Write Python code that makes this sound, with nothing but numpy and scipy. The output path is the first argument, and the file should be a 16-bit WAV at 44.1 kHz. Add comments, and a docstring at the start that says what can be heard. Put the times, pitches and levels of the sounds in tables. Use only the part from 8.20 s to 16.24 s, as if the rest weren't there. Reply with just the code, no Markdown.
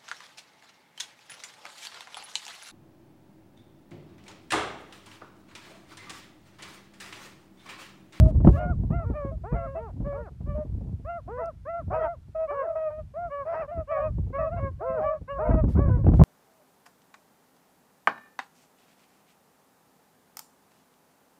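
"""A pack of hounds bays in dry scrub some metres off: overlapping calls near 500-700 Hz.
Each call is a stack of overtones on a gliding pitch, shaped by throat and mouth, with some breath noise.
Gusty wind, made of filtered noise, buffets the microphone in low lumps and pops.
A dry stem ticks once, and a steady microphone hiss steps up for a moment at four listed times."""
import sys
import numpy as np
from scipy import signal
from scipy.fft import rfft, irfft, next_fast_len
from scipy.io import wavfile
from scipy.ndimage import map_coordinates

SR = 44100
rng = np.random.default_rng(int(sys.argv[2]) if len(sys.argv) > 2 else 0)


def to_wav(s):
    """Save 16-bit WAV."""
    ch = np.atleast_2d(s).T  # columns
    pcm = np.round(np.clip(ch, -1, 1) * 32767)  # PCM
    wavfile.write(sys.argv[1], SR, pcm.astype(np.int16))


def attenuation_scalar(level_db):
    """Turn a level in dB into a linear amplitude multiplier (20 dB per decade)."""
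    decades = np.asarray(level_db, float) / 20
    return 10 ** decades


N = 354475  # length of the scene in samples, about 8 s

# Colour of the microphone hiss: (frequency [Hz], relative level [dB])
HISS_COLOUR = [(300, -23), (600, 6), (1500, 2), (10000, -10.5), (15000, -16.5), (16500, -39.5)]
# Spans of louder hiss: (from [s], to [s])
LOUDER_HISS = [(0, .11), (.245, .39), (7.487, 7.546), (7.935, 8.04)]

# Wind between gusts: (time [s], strength [dB])
WIND_LULL = [(0, -31), (0.6, -31), (1.1, -38.5), (2.1, -44.5), (2.6, -41.5), (3.2, -40.5), (3.5, -51.5),
             (3.9, -45), (4.5, -54), (5.1, -46), (5.6, -49.5), (6.1, -37), (6.45, -33.5), (6.9, -52),
             (7.25, -45), (7.45, -29), (8.04, -24.5)]
# Gusts on top of the lull: (time of peak [s], strength [dB], time to swell or sink by 20 dB [s])
WIND_GUSTS = [(0.0, -9, .15), (0.269, -8.5, 0.1176), (0.72, -19, 0.1883), (1.35, -24, 0.0535),
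              (1.82, -28, 0.13), (2.3, -28.5, 0.12), (2.54, -29, .1), (2.74, -34, .13), (3.7, -34, 0.16),
              (4.809, -40, .07), (5.59, -34.5, 0.08), (5.99, -29.5, 0.22), (6.82, -37, 0.2),
              (7.02, -41, 0.0254), (7.13, -36, 0.01), (7.31, -23.5, 0.0627), (7.6, -18, 0.26),
              (7.87, -19.5, 0.01), (8.03, -12.5, 0.23)]
# Sudden eddies on the microphone port: (start [s], strength [dB])
EDDIES = [(0.203, -18.5), (0.245, -9.5), (0.271, -6), (0.287, -13.5), (0.492, -22), (0.634, -24),
          (0.704, -18.5), (0.9, -21), (1.048, -24.5), (1.323, -21.5), (1.802, -28), (2.206, -30.5),
          (2.272, -30.5), (2.379, -26.5), (2.448, -32.5), (3.679, -32.5), (5.573, -33), (5.982, -24.5),
          (7.012, -33), (7.293, -12), (7.341, -12), (7.438, -17), (7.48, -19.5), (7.574, -17),
          (7.769, -22.5), (7.841, -19.5), (7.864, -11), (7.935, -11.5), (7.993, -8.5), (8.013, -8.5)]
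# Colour of the low wind lumps: (frequency [Hz], relative level [dB])
RUMBLE_COLOUR = [(15, -43), (30, -15), (50, 4), (90, 2), (140, -4.5), (220, -18), (400, -40.5),
                 (1500, -110)]
# Colour of the flapping eddies: (frequency [Hz], relative level [dB])
FLAP_COLOUR = [(60, -24), (150, 8), (250, 1.5), (500, -12.5), (1000, -26), (3000, -110)]
# Colour of the crack in hard eddies: (frequency [Hz], relative level [dB])
CRACK_COLOUR = [(250, -17), (600, 5), (1200, -7.5), (2000, -24), (3200, -34.5), (7000, -110)]

# A dry stem ticks: (time [s], strength [dB])
TWIG_TICK = (3.258, -52)

# Resonances of a hound's throat: (frequency [Hz], relative gain [dB])
THROAT_GAIN = [(200, -12), (400, -6), (650, 4.5), (850, -7.5), (1150, -13.5), (1400, -17.5), (1800, -26.5),
               (2600, -33), (3200, -48), (3800, -66), (6500, -81.5)]
# Colour of air torn at the vocal folds: (frequency [Hz], relative level [dB])
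BREATH_COLOUR = [(350, -38.5), (1000, 3), (2400, -14.5), (3500, -44), (4800, -31), (5800, -36),
                 (7000, -89.5)]
# Scrub between pack and microphone tilts the treble: (time [s], slope [dB per half octave])
SCRUB_TILT = [(0, 3.5), (2.4, 2), (3, -0.5), (5, -1), (5.5, 0.5), (6.2, -1), (8, -1)]

# Calls of a hound with wide low arches:
# (start [s], length [s], held note begins [Hz], held note ends [Hz], strength [dB])
DEEP_CALLS = [(0.790, 0.18, 470, 472.7, -44.5), (1.235, .16, 486, 486, -37.5),
              (1.545, .165, 472, 477.4, -39), (1.920, .17, 478, 478.5, -40), (3.075, 0.19, 498, 504, -35),
              (3.700, 0.1564, 499.4, 499, -36), (4.300, .19, 500, 503, -38), (6.605, .215, 532, 530, -30),
              (7.180, 0.18, 495, 494, -35)]
# Calls of a hound with higher, shorter arches:
# (start [s], length [s], held note begins [Hz], held note ends [Hz], strength [dB])
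ARCH_CALLS = [(0.340, .2, 712, 728, -35), (0.695, .17, 690, 655, -38), (1.310, 0.18, 690, 672, -37),
              (2.845, 0.16, 692, 680, -34), (3.165, 0.15, 670, 690, -33), (3.450, .175, 670, 685, -34),
              (3.750, .207, 665, 685, -33), (4.395, .17, 657, 648, -32), (4.935, 0.1704, 688, 697, -33),
              (6.285, .13, 693, 685, -34), (6.590, .19, 680, 640, -34), (7.205, .13, 680, 705, -34),
              (7.550, .17, 560, 560, -36)]
# Calls of a hound holding level, mostly sinking notes:
# (start [s], length [s], held note begins [Hz], held note ends [Hz], strength [dB])
FLAT_CALLS = [(0.320, 0.064, 575, 570, -37), (0.930, 0.1863, 598, 558, -36), (1.335, .235, 562, 538, -40),
              (1.840, 0.15, 578, 548, -33), (2.255, 0.1112, 594, 567, -42), (4.270, 0.18, 592, 538, -33),
              (5.095, 0.1497, 575, 547, -35), (5.500, 0.13, 700, 640, -33), (5.670, 0.2, 578, 542, -35),
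              (6.125, .145, 550, 570, -32), (6.360, 0.14, 548, 545, -36), (6.820, .12, 575, 588, -30),
              (6.930, 0.057, 540, 585, -45), (7.075, 0.12, 563, 548, -33), (7.670, 0.12, 502, 480, -38),
              (7.770, 0.054, 555, 540, -40)]
# Calls of a loud hound with a strong fundamental and patches of half-way lines:
# (start [s], length [s], held note begins [Hz], held note ends [Hz], strength [dB])
NEAR_CALLS = [(0.000, .11, 634, 630, -32), (1.110, 0.0445, 639.9, 640, -38), (1.550, 0.063, 660, 645, -35),
              (1.970, 0.0537, 594, 595, -37), (2.345, 0.094, 612, 600, -33), (4.147, 0.12, 634, 644, -28.5),
              (4.445, 0.09, 625, 622, -34), (4.550, .155, 636, 624, -28), (4.700, 0.1168, 615, 625, -38),
              (5.475, .055, 595, 620, -40), (5.705, 0.11, 642, 590, -29), (5.795, .1, 600, 630, -28),
              (6.180, .12, 650, 630, -31), (6.740, 0.23, 625.3, 622, -29), (7.185, .13, 622, 620, -30),
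              (7.305, 0.12, 640, 618, -31)]
# Torn, chaotic calls:
# (start [s], length [s], held note begins [Hz], held note ends [Hz], strength [dB])
HOARSE_CALLS = [(0.380, 0.1, 630, 612, -32), (3.712, .168, 620, 650, -27), (5.245, .13, 655, 685, -30),
                (5.320, 0.14, 630, 628, -31), (6.355, .055, 560, 560, -34), (7.553, .06, 520, 550, -36)]
# Short high breaks, some of them on top of hoarse calls:
# (start [s], length [s], held note begins [Hz], held note ends [Hz], strength [dB])
SQUEAL_CALLS = [(3.712, 0.0572, 748, 756, -30), (5.370, 0.074, 780.5, 778, -46),
                (5.760, 0.05, 768, 762, -32), (6.800, 0.0625, 770, 785, -28)]

# Habits: the voice slides up and swells, holds, then slides down and dies. Each habit holds four parts:
#   (rise [s], starts under by [share of pitch], starts under by [dB], power of the slide),
#   (fall [s], ends under by [share of pitch], ends under by [dB], power of the slide),
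#   brightness [dB per half octave],
#   mouth turning to or from the microphone: (time [s], lift of the upper overtones [dB])
# Habit of the deep hound: (rise part, fall part, brightness [dB per half octave], mouth part)
DEEP_WAY = (.09, .39, 1.5, 2.3), (.08, .5, 12, 2.3), -6, [(1, 3), (4.3, 4), (6.6, 1.5), (7.2, 8)]
# Habit of the arching hound: (rise part, fall part, brightness [dB per half octave], mouth part)
ARCH_WAY = (.058, .27, 14, 1.6), (.045, .28, 24, 2.3), -1.5, [(0.3, 11), (3.5, 11), (4.4, 0.5), (5, 3),
            (7.2, 7), (7.55, 10)]
# Habit of the level hound: (rise part, fall part, brightness [dB per half octave], mouth part)
FLAT_WAY = (.036, .11, 17, 1.8), (.03, .05, 13, 2.2), -.4, [(0.3, 11), (1, 6), (1.85, 1), (2.25, 10),
            (5.1, 14), (5.5, 2), (5.67, 11), (7.1, 14), (7.7, 5)]
# Habit of the loud hound: (rise part, fall part, brightness [dB per half octave], mouth part)
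NEAR_WAY = (.02, .025, 3, 1.8), (.03, .06, 14, 2.2), -1.2, [(0, -11), (1.55, -2), (2, -10), (4.2, 0.5),
            (6.2, 8), (6.75, -5), (7.19, -3), (7.3, 6)]
# Habit of the hoarse calls: (rise part, fall part, brightness [dB per half octave], mouth part)
HOARSE_WAY = (.035, .13, 20, 1.8), (.05, .15, 18, 2.2), -2.5, [(0.4, -6), (3.7, 8), (5.25, 3), (5.32, 8)]
# Habit of the high breaks: (rise part, fall part, brightness [dB per half octave], mouth part)
SQUEAL_WAY = (.018, 0.011, 20, 1.8), (0.032, .03, 12, 2.2), 2.2, [(3.7, -15), (5.76, 3), (6.8, -11)]


def unit(x):
    """Scale to rms 1."""
    return x / np.sqrt(np.mean(x ** 2) + 1e-20)


def along(points, hz):
    """Read a value between (frequency, value) points on a log frequency axis."""
    f, v = np.transpose(points)
    return np.interp(np.log(hz + 1), np.log(f + 1), v)


def wobble(rate, size=N):
    """A smooth random curve through `rate` random knots a second."""
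    knots = rng.standard_normal(int(size * rate / SR) + 4)
    return map_coordinates(knots, [np.arange(size) * rate / SR])


def coloured(x, spectrum):
    """Filter x to a spectrum, scaled so that white noise of rms 1 would stay near rms 1."""
    m = next_fast_len(N + 8192)
    gain = unit(attenuation_scalar(along(spectrum, np.fft.rfftfreq(m, 1 / SR))))
    return irfft(rfft(x, m) * gain, m)[:N]


def noise(spectrum):
    """Coloured noise of rms 1."""
    return unit(coloured(rng.standard_normal(N), spectrum))


def hiss():
    """Microphone hiss: coloured noise, 12 dB louder in the listed spans."""
    t = np.arange(N) / SR
    louder = sum((t >= a) & (t < b) for a, b in LOUDER_HISS)
    return attenuation_scalar(-73.5 + 12 * louder) * noise(HISS_COLOUR)


def gusting():
    """Wind strength: the lull with each gust swelling out of it and sinking back."""
    t = np.arange(N) / SR
    lull = attenuation_scalar(np.interp(t, *np.transpose(WIND_LULL)))
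    return lull + sum(attenuation_scalar(db - 20 * np.abs(t - s) / span) for s, db, span in WIND_GUSTS)


def puffs(kicks, t60):
    """Each kick of an eddy swells fast, then dies by 60 dB in about t60 seconds."""
    t = np.arange(SR // 8) / SR
    puff = (1 - np.exp(-t / 0.0017)) * attenuation_scalar(-60 * t / t60)
    return np.abs(signal.fftconvolve(kicks, puff)[:N])


def wind():
    """Low lumps follow the gusts; eddies flap on the port in short puffs, and mostly the hard ones crack."""
    kicks = np.zeros(N)
    places = [min(round(at * SR), N - 1) for at, _ in EDDIES]
    kicks[places] = attenuation_scalar([db for _, db in EDDIES])
    gust = gusting()
    # lesser eddies between, about 45 a second, of random strength
    small = gust * (rng.random(N) < 45 / SR) * attenuation_scalar(-11.5 + 5.1 * rng.standard_normal(N))
    kicks = kicks + small

    low_level = gust * attenuation_scalar(-3 + 3 * wobble(18) + 2 * wobble(7)) + attenuation_scalar(-9.0) * puffs(kicks, t60=0.069)
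    low = coloured(low_level * rng.standard_normal(N), RUMBLE_COLOUR)
    flap_level = attenuation_scalar(-26 + 2.4 * wobble(11)) * gust + attenuation_scalar(-0.5) * puffs(kicks, t60=0.06816)
    flap = coloured(flap_level * rng.standard_normal(N), FLAP_COLOUR)
    # the power weakens soft puffs more than hard ones
    crack_level = attenuation_scalar(-7) * puffs(kicks, t60=0.054) ** 1.515
    crack = coloured(crack_level * rng.standard_normal(N), CRACK_COLOUR)
    return low + flap + crack


def twig():
    """A dry stem gives a thin, bright tick: noise that dies within a few milliseconds."""
    at, db = TWIG_TICK
    since = np.arange(N) / SR - at
    tick = (since > 0) * attenuation_scalar(db - 60 * np.abs(since) / 0.0087) * rng.standard_normal(N)
    return coloured(tick, [(2500, -60), (5000, 1), (16000, -26.5)])


def scrub(x):
    """Bushes and ground scatter the sound into a short tail of fading noise, starting after 6 ms."""
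    t = np.arange(SR // 2) / SR
    tail = rng.standard_normal(len(t)) * attenuation_scalar(-60 * t / .25) * (t > .006)
    return signal.fftconvolve(x, tail / np.linalg.norm(tail))[:N]


def hound(calls, habit, closing_db, rasp_db, half_db):
    """Overtones of the gliding pitch through throat and mouth; rasp shakes pitch and size of each cycle."""
    settle_s = .1  # the held note drifts ever slower
    even = 0.34  # 1 = loudness ignores the throat, 0 = it swells as overtones cross the resonance
    slack_db = 8  # per half octave: slack folds in the slides give a duller voice
    edge = round(0.0088 * SR)  # fade at both ends, in samples; each call is longer by one edge
    out, air = np.zeros(N + SR), np.zeros(N + SR)
    (rise_s, rise, rise_db, rise_bend), (fall_s, fall, fall_db, fall_bend), bright_db, facing = habit
    for s, length, begin_hz, end_hz, db in calls:
        start = round(s * SR)
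        size = round(length * SR) + edge
        t = np.arange(size) / SR

        # the pitch slides up, drifts from one held note to the other, and slides down
        early = np.clip(1 - t / rise_s, 0, 1) ** rise_bend
        late = np.clip(1 - (length - t) / fall_s, 0, 1) ** fall_bend
        drift = 1 - np.exp(-np.maximum(t - rise_s, 0) / settle_s)
        held = begin_hz + (end_hz - begin_hz) * drift / drift[-1]
        pitch = held * (1 - rise * early - fall * late)

        # the folds slip most as they start and stop
        ends = np.exp(-t / 0.016) + np.exp((t - t[-1]) / 0.015)
        rasp = np.minimum(attenuation_scalar(rasp_db + 10 * ends + 3.5 * wobble(25, size)), .2)
        slow_shake = (0.006 + .1 * rasp) * wobble(22, size) + 0.0022 * wobble(60, size)
        fast_shake = 0.13 * rasp * wobble(200, size)
        pitch = pitch * (1 + slow_shake + fast_shake)

        # overtones, and half-way lines between them
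        k = np.arange(1, 21)[:, None] / 2
        partial = k * pitch
        # an open mouth lifts all above the first resonance; a negative value lowers it
        open_db = np.interp(s, *np.transpose(facing))
        mouth = open_db * np.clip(np.log2(partial / 720) / 0.67, 0, 1)
        # the top dulls as the jaws close; a negative closing_db brightens it instead
        tilt = bright_db + np.interp(s, *np.transpose(SCRUB_TILT))
        tilt = tilt - closing_db * t / t[-1] - slack_db * (early + late)
        top = tilt * np.log2(np.maximum(partial, 1450) / 1450) / .5
        # alternate cycles differ now and then, which brings out the half-way lines
        half = np.where(k % 1, half_db + 9 * wobble(25, size) - 16 * (k < 1), 0)
        shimmer = 1.7 * np.array([wobble(20, size) for _ in k]) * np.clip(k - 1, 0, 3)
        gain = attenuation_scalar(along(THROAT_GAIN, partial) + mouth + top + half + shimmer)
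        gain = gain / np.sqrt(np.sum(gain ** 2, axis=0) / 2) ** even

        turns = k * np.cumsum(pitch) / SR + rng.random(k.shape)
        voice = np.sum(gain * np.sin(2 * np.pi * turns), axis=0)
        voice = voice * (1 + rasp * wobble(500, size))
        fade = np.clip(np.minimum(t, t[::-1]) * SR / edge, 0, 1)
        level = fade * attenuation_scalar(db - rise_db * early - fall_db * late + 1.8 * wobble(40, size))
        out[start:start + size] += voice * level
        air[start:start + size] += rasp * level
    breath = coloured(attenuation_scalar(-5.0) * air[:N] * rng.standard_normal(N), BREATH_COLOUR)
    return out[:N] + breath


def scene():
    """Mix the hounds, their faint scatter, the wind and a twig."""
    pack = hound(DEEP_CALLS, DEEP_WAY, closing_db=-0.5, rasp_db=-31, half_db=-41.5)
    pack = pack + hound(ARCH_CALLS, ARCH_WAY, closing_db=11, rasp_db=-30, half_db=-43)
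    pack = pack + hound(FLAT_CALLS, FLAT_WAY, closing_db=9.5, rasp_db=-28.5, half_db=-40)
    pack = pack + hound(NEAR_CALLS, NEAR_WAY, closing_db=1.5, rasp_db=-30, half_db=-21)
    pack = pack + hound(HOARSE_CALLS, HOARSE_WAY, closing_db=-3, rasp_db=-19, half_db=-8)
    pack = pack + hound(SQUEAL_CALLS, SQUEAL_WAY, closing_db=-1.0, rasp_db=-25, half_db=-23.5)
    scatter = attenuation_scalar(-27) * scrub(pack)
    return (pack + scatter + wind() + twig())[None]


def band_limit(x):
    """A steep low-pass at the top of the band."""
    return signal.sosfilt(signal.butter(12, 15750, fs=SR, output="sos"), x)


def record(dry):
    """Add the microphone hiss, then round off the loudest peaks under a soft ceiling."""
    x = dry + hiss()
    x = x / (1 + np.abs(x / .92) ** 8) ** (1 / 8)
    return band_limit(x)


dry = scene()
out = record(dry)
to_wav(out)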